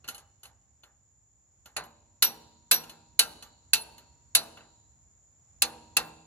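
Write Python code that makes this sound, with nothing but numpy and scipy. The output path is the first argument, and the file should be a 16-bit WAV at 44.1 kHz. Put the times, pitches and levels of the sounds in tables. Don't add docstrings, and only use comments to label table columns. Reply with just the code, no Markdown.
import sys
import numpy as np
from scipy import signal
from scipy.fft import rfft, irfft, next_fast_len
from scipy.io import wavfile

SR = 44100
rng = np.random.default_rng(int(sys.argv[2]) if len(sys.argv) > 2 else 0)


def generate_wav(sig):
    pcm = np.round(np.clip(np.atleast_2d(sig).T, -1, 1) * 32767).astype(np.int16)
    wavfile.write(sys.argv[1], SR, pcm)


N = 276066

# start_s, force_db (0 = full swing), glance (0-1), on_arm (0-1), heft_db
BLOWS = [(1.764, -10.5, .5, 0.4, -0.5), (2.2224, -0.5, 0.85, 0.06, -3.5), (2.711, 0, 0.89, 0.2, 0.5),
         (3.1913, .5, 0.16, .05, -2.5), (3.732, 0, 0.26, 0.2, -11), (4.349, 1, 0.2, 0.4, -1),
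         (5.6193, 0, 0, 0.91, -1.5), (5.9667, -1, 0, 0.92, 3)]
def hammer():
    out, tail_t = np.zeros((2, N)), np.arange(2 * SR) / SR
    t = tail_t[:SR // 2]
    for start_s, force_db, glance, on_arm, heft_db in BLOWS:
        hit = amp(-19 + force_db - on_arm) * crack(t, force_db, glance)
        hit += amp(-17.5 + force_db - 12 * on_arm) * pin_ring(t)
        hit += amp(-38.5 + force_db + 12 * on_arm) * arm_ring(t, waver_hz=87)
        hit += amp(-32 + 1.7 * force_db - 10.5 * on_arm) * link_ring(t)
        hit += amp(-24.5 + 3 * force_db + 7 * glance - 12.5 * on_arm) * head_ring(t, glance)
        hit += amp(-33.5 + heft_db) * clunk(t, stretch=0.33)
        add(out, start_s, swell(t, rise_s=0.0022) * hit)
        frame_db = -44.5 + 0.7 * force_db + 0.2 * heft_db
        add(out, start_s, amp(frame_db) * frame_drone(tail_t))
    return out


# freq_hz, level_db
CRACK_TONE = [(60, -30), (200, -24.5), (700, -29.5), (1500, -5), (2100, -7), (2700, -0.5), (3200, -8),
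              (4300, 0), (5300, -9.5), (7300, -5.5), (10000, -5), (13200, -11), (15500, -11),
              (16500, -35.5)]
# freq_hz, t60_s
CONTACT_DECAY = [(300, 0.2), (1500, 0.13), (4000, 0.18), (10000, 0.088), (14000, 0.05)]
def crack(t, force_db, glance):
    stretch = 0.66 + 0.4 * glance
    brightness_db = 8.5 + 1.3 * force_db - 3 * glance
    chatter = 1 + np.exp(-(t / 0.0099) ** 2)
    return chatter * dense_modes(CRACK_TONE, CONTACT_DECAY, NEAR_IMAGE, len(t), stretch, brightness_db)


# pitch_hz, level_db, t60_s
PIN_MODES = [(1384, -6, .13), (1577, -14, .12), (2680, -1, .12), (2982, -8, .1), (3655, -10, .12),
             (3975, 0, .13), (4245, -4, .15), (4405, 0, .1), (4840, -8, .12), (6415, -11, .12),
             (6853, -2, .09), (7574, -4, .09), (9162, -5, .07), (9995, 0, .11), (10605, -9, .1),
             (10810, -3, .08), (15315, -10, .06)]
def pin_ring(t):
    return ring(PIN_MODES, t, detune=0.00081)


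# pitch_hz, level_db, t60_s
ARM_MODES = [(494, -26, .55), (805, -18, .6), (900, -20, .55), (1180, -21, .35), (2610, -5, .075),
             (2680, 0, .065), (2740, -5, .07), (3480, -9, .12)]
def arm_ring(t, waver_hz=45):
    return ring(ARM_MODES, t, waver_hz=waver_hz)


# pitch_hz, level_db, t60_s
LINK_MODES = [(1400, -4, .15), (2850, -1, .1), (2966, 5, .12), (4242, 4, .17), (4420, -3, .13),
              (4840, -6, .12), (6487, -4, .09), (10050, -2, .28), (10660, -9, .15), (11210, -3, .08),
              (11410, -4, .27), (12120, -4, .15), (14648, -3, .33)]
def link_ring(t, brightness_db=0):
    return ring(LINK_MODES, t, brightness_db=brightness_db)


# pitch_hz, level_db, t60_s
HEAD_MODES = [(5629, -12, .2), (5830, -12, .17), (11407, -12, .19), (12395, -5, .09), (12430, 0, .11),
              (12490, -6, .09), (13948, -12, .12)]
def head_ring(t, glance):
    return ring(HEAD_MODES, t, scatter_db=0.5, waver_db=1.5, detune=0.0004, hold_s=0.04 * glance ** 2)


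# freq_hz, level_db
CLUNK_TONE = [(120, -17.5), (350, -11.5), (700, -3.5), (1100, -5), (1550, -3), (2200, -9), (3500, -28),
              (8000, -61.5)]
def clunk(t, stretch):
    return dense_modes(CLUNK_TONE, DRONE_DECAY, NEAR_IMAGE, len(t), stretch)


# pitch_hz, level_db, t60_s
FRAME_MODES = [(161, -14, 1.3), (231, -7, 1.2), (318, -7, 1.1), (436, -5, .8), (468, -9, .63),
               (587, -8, .9), (668, -2, .56), (748, -7, .57), (807, 0, .57), (894, -5, .7), (947, -8, 1.3),
               (1044, -6, .65), (1244, -12, .5), (1400, -13, .7), (1545, -8, .5), (1631, -14, .7),
               (3915, -10, .7), (3975, -12, .6), (4400, -10, .7), (4450, -13, .8), (5630, -14, .55)]
# freq_hz, level_db
DRONE_TONE = [(30, -41), (70, -17.5), (160, -2.5), (450, 1.5), (850, 2), (1200, -6.5), (1550, -10),
              (2150, -11.5), (4300, -20.5), (8000, -31), (15000, -60)]
# freq_hz, t60_s
DRONE_DECAY = [(100, 1.8), (400, 0.69), (900, 1), (1800, 0.67), (10000, .4)]
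def frame_drone(t):
    wash = amp(-3) * dense_modes(DRONE_TONE, DRONE_DECAY, FAR_IMAGE, len(t))
    tones = amp(-1) * ring(FRAME_MODES, t, waver_db=0.5, waver_hz=20)
    return swell(t, rise_s=0.0035) * (tones + wash)


# start_s, strength_db, brightness_db
CLINKS = [(0.042, -50.5, -14.5), (0.077, -48.5, 1), (0.0849, -38.5, 2), (0.145, -51.5, 4.5),
          (0.179, -52.5, 2.5), (0.4315, -53.5, 5), (0.453, -54.5, 0.5), (0.834, -54.5, -13),
          (1.6572, -52, -1.5), (1.837, -57, 1.5), (2.836, -51.5, -4.5), (2.8944, -48.5, -1),
          (3.4239, -47.5, 1), (3.979, -55.5, 0), (4.571, -46, -29), (4.606, -56.5, -27)]
def clinks():
    out, t = np.zeros((2, N)), np.arange(SR // 2) / SR
    for start_s, strength_db, brightness_db in CLINKS:
        add(out, start_s, knock(t, strength_db, brightness_db))
    return out


# freq_hz, level_db
CLICK_TONE = [(100, -3), (600, -9), (1400, -34), (2100, -17), (2900, -6), (4200, -1.5), (5300, -9.5),
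              (6500, 1.5), (8500, -7), (10500, -1.5), (12100, -36.5), (13300, -29.5), (15200, -20),
              (16500, -71)]
def knock(t, strength_db, brightness_db):
    click = dense_modes(CLICK_TONE, CONTACT_DECAY, NEAR_IMAGE, len(t), brightness_db=brightness_db)
    click *= amp(-1) * (1 + np.exp(-t / 0.0077))
    hand_damping = np.exp(-t / 0.032)
    link = amp(3.5) * hand_damping * link_ring(t, brightness_db)
    arm = amp(-6) * arm_ring(t)
    body = amp(-20 + 0.74 * strength_db) * clunk(t, stretch=0.41)
    return swell(t, rise_s=0.0013) * (amp(strength_db) * (click + link + arm) + body)


# freq_hz, lead_rad
PORT_PHASE = [(200, 0), (1400, .8), (4200, 2), (6500, 5.2), (8500, 3.1), (11600, -.4), (15200, -5.9)]
def microphone_ports(x):
    size = next_fast_len(N + SR)
    half_lead = curve_at(PORT_PHASE, np.fft.rfftfreq(size, 1 / SR)) / 2
    phase_shift = np.exp(1j * np.array([half_lead, -half_lead]))
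    return irfft(rfft(x, size) * phase_shift, size)[:, :N]


# freq_hz, level_db
ECHO_TONE = [(200, 11), (1500, 3.5), (4200, -5.5), (7000, -9), (10000, -6), (15000, 6.5)]
# freq_hz, t60_s
ECHO_DECAY = [(500, 0.26), (2000, 0.55), (4200, 1), (10000, 0.52), (15000, 0.069)]
def yard_echo(x, wet_db=-24):
    tail = dense_modes(ECHO_TONE, ECHO_DECAY, FAR_IMAGE, SR) * swell(np.arange(SR) / SR, rise_s=0.0017)
    tail /= np.linalg.norm(tail[0])
    return amp(wet_db) * signal.fftconvolve(x, tail, axes=1)[:, :N]


def crickets(pitch_hz=7010, spread_hz=380, width_hz=140, pulse_depth=0.8, count=10):
    t, out = np.arange(N) / SR, np.zeros((2, N))
    radius = np.exp(-np.pi * width_hz / SR)
    for offset in np.linspace(-1, 1, count):
        stroke_hz = rng.uniform(29, 120)
        strokes = 1 + pulse_depth * np.sin(2 * np.pi * (stroke_hz * t + rng.random()))
        rasp = rng.standard_normal((2, N)) * strokes
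        pole = radius * np.exp(2j * np.pi * (pitch_hz + spread_hz * offset) / SR)
        wing = signal.lfilter([1], np.poly([pole, pole]), rasp).real
        out += amp(-8 * offset ** 2) * unit_rms(wing)
    return insect_rise(start_db=-69.5) * unit_rms(out)


# freq_hz, level_db
AIR_TONE = [(15, -51), (30, -27.5), (55, 2.5), (110, 0), (170, -11), (400, -21.5), (800, -19.5),
            (1300, -26.5), (2000, -29), (3000, -35), (4800, -34), (5800, -25), (8000, -35), (9000, -54.5)]
# time_s, fader_db
AIR_RIDE = [(0.0, -67.5), (1.29, -74), (1.64, -70.5), (4.15, -66.5), (5.27, -70), (5.82, -64), (6.26, -70)]
def yard_air(trim_db=2.5):
    ride_db = np.interp(np.arange(N) / SR, *np.transpose(AIR_RIDE))
    return amp(ride_db + trim_db) * noise(AIR_TONE, FAR_IMAGE, N) * amp([[-1.8], [1.8]])


# freq_hz, level_db
BUZZ_TONE = [(8500, -27), (10000, -2.5), (11100, -4), (12300, -0.5), (13300, -24.5), (16000, -25)]
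def insect_buzz():
    return insect_rise(start_db=-98.5) * noise(BUZZ_TONE, FAR_IMAGE, N)


def insect_rise(start_db, db_per_s=0.86):
    return amp(start_db + db_per_s * np.arange(N) / SR)


# freq_hz, correlation (0-1)
NEAR_IMAGE = [(200, .95), (1500, 0.8), (4000, 0.3), (7000, 0), (10000, 1)]
# freq_hz, correlation (0-1)
FAR_IMAGE = [(100, .88), (300, 0.7), (700, 0), (1500, 0), (8000, 0.3)]
def noise(tone, image, size):
    hz = np.fft.rfftfreq(size, 1 / SR)
    left, independent = rfft(rng.standard_normal((2, size)))
    correlation = curve_at(image, hz)
    right = correlation * left + np.sqrt(1 - correlation ** 2) * independent
    return unit_rms(irfft(np.array([left, right]) * amp(curve_at(tone, hz)), size))


def dense_modes(tone, decay, image, size, stretch=1, brightness_db=0):
    hz, t, bands = signal.stft(noise(tone, image, size), SR, nperseg=256)
    fall_db = -60 * t / (stretch * curve_at(decay, hz)[:, None])
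    shelf_db = brightness_db * treble_share(hz)[:, None]
    return signal.istft(bands * amp(fall_db + shelf_db), SR, nperseg=256)[1][:, :size]


def ring(modes, t, scatter_db=4, waver_db=5.5, waver_hz=45, detune=0.0013, brightness_db=0, hold_s=0):
    hz, level_db, t60_s = np.transpose(modes)[:, :, None]
    hz = hz * (1 + detune * rng.standard_normal(hz.shape))
    knots_s = np.arange(200) / waver_hz
    waver = np.array([np.interp(t, knots_s, row) for row in rng.standard_normal((len(modes), 200))])
    struck_db = level_db + brightness_db * treble_share(hz) + scatter_db * rng.standard_normal(hz.shape)
    decay = np.exp(-np.log(1000) * np.maximum(t - hold_s, 0) / t60_s)
    sines = np.sin(2 * np.pi * (hz * t + rng.random(hz.shape)))
    partials = amp(struck_db + waver_db * waver) * decay * sines
    return partials.sum(0) * np.sqrt(2 / np.sum(amp(level_db) ** 2))


def swell(t, rise_s):
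    return 1 - np.exp(-(t / rise_s) ** 2)


def treble_share(hz):
    return curve_at([(2000, 0), (10000, 0.83)], hz)


def curve_at(points, hz):
    freq_hz, value = np.transpose(points)
    return np.interp(np.log(hz + 1), np.log(freq_hz), value)


def amp(db):
    return 10 ** (np.asarray(db) / 20)


def unit_rms(x):
    return x / np.sqrt(np.mean(x ** 2) + 1e-20)


def add(mix, start_s, sound):
    part = mix[:, round(start_s * SR):][:, :sound.shape[-1]]
    part += sound[..., :part.shape[1]]


def scene():
    metal = hammer() + clinks()
    close = microphone_ports(metal) * amp([[-0.4], [0.4]])
    return close + yard_echo(metal) + crickets() + yard_air() + insect_buzz()


def record(dry, low_cut_hz=42, high_cut_hz=16300):
    low_cut = signal.butter(3, low_cut_hz, "high", fs=SR, output="sos")
    high_cut = signal.firwin(255, high_cut_hz, window=("kaiser", 9), fs=SR)
    rounded = np.tanh(signal.sosfilt(low_cut, dry))
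    return signal.oaconvolve(rounded, high_cut[None], "same")


dry = scene()
out = record(dry)
generate_wav(out)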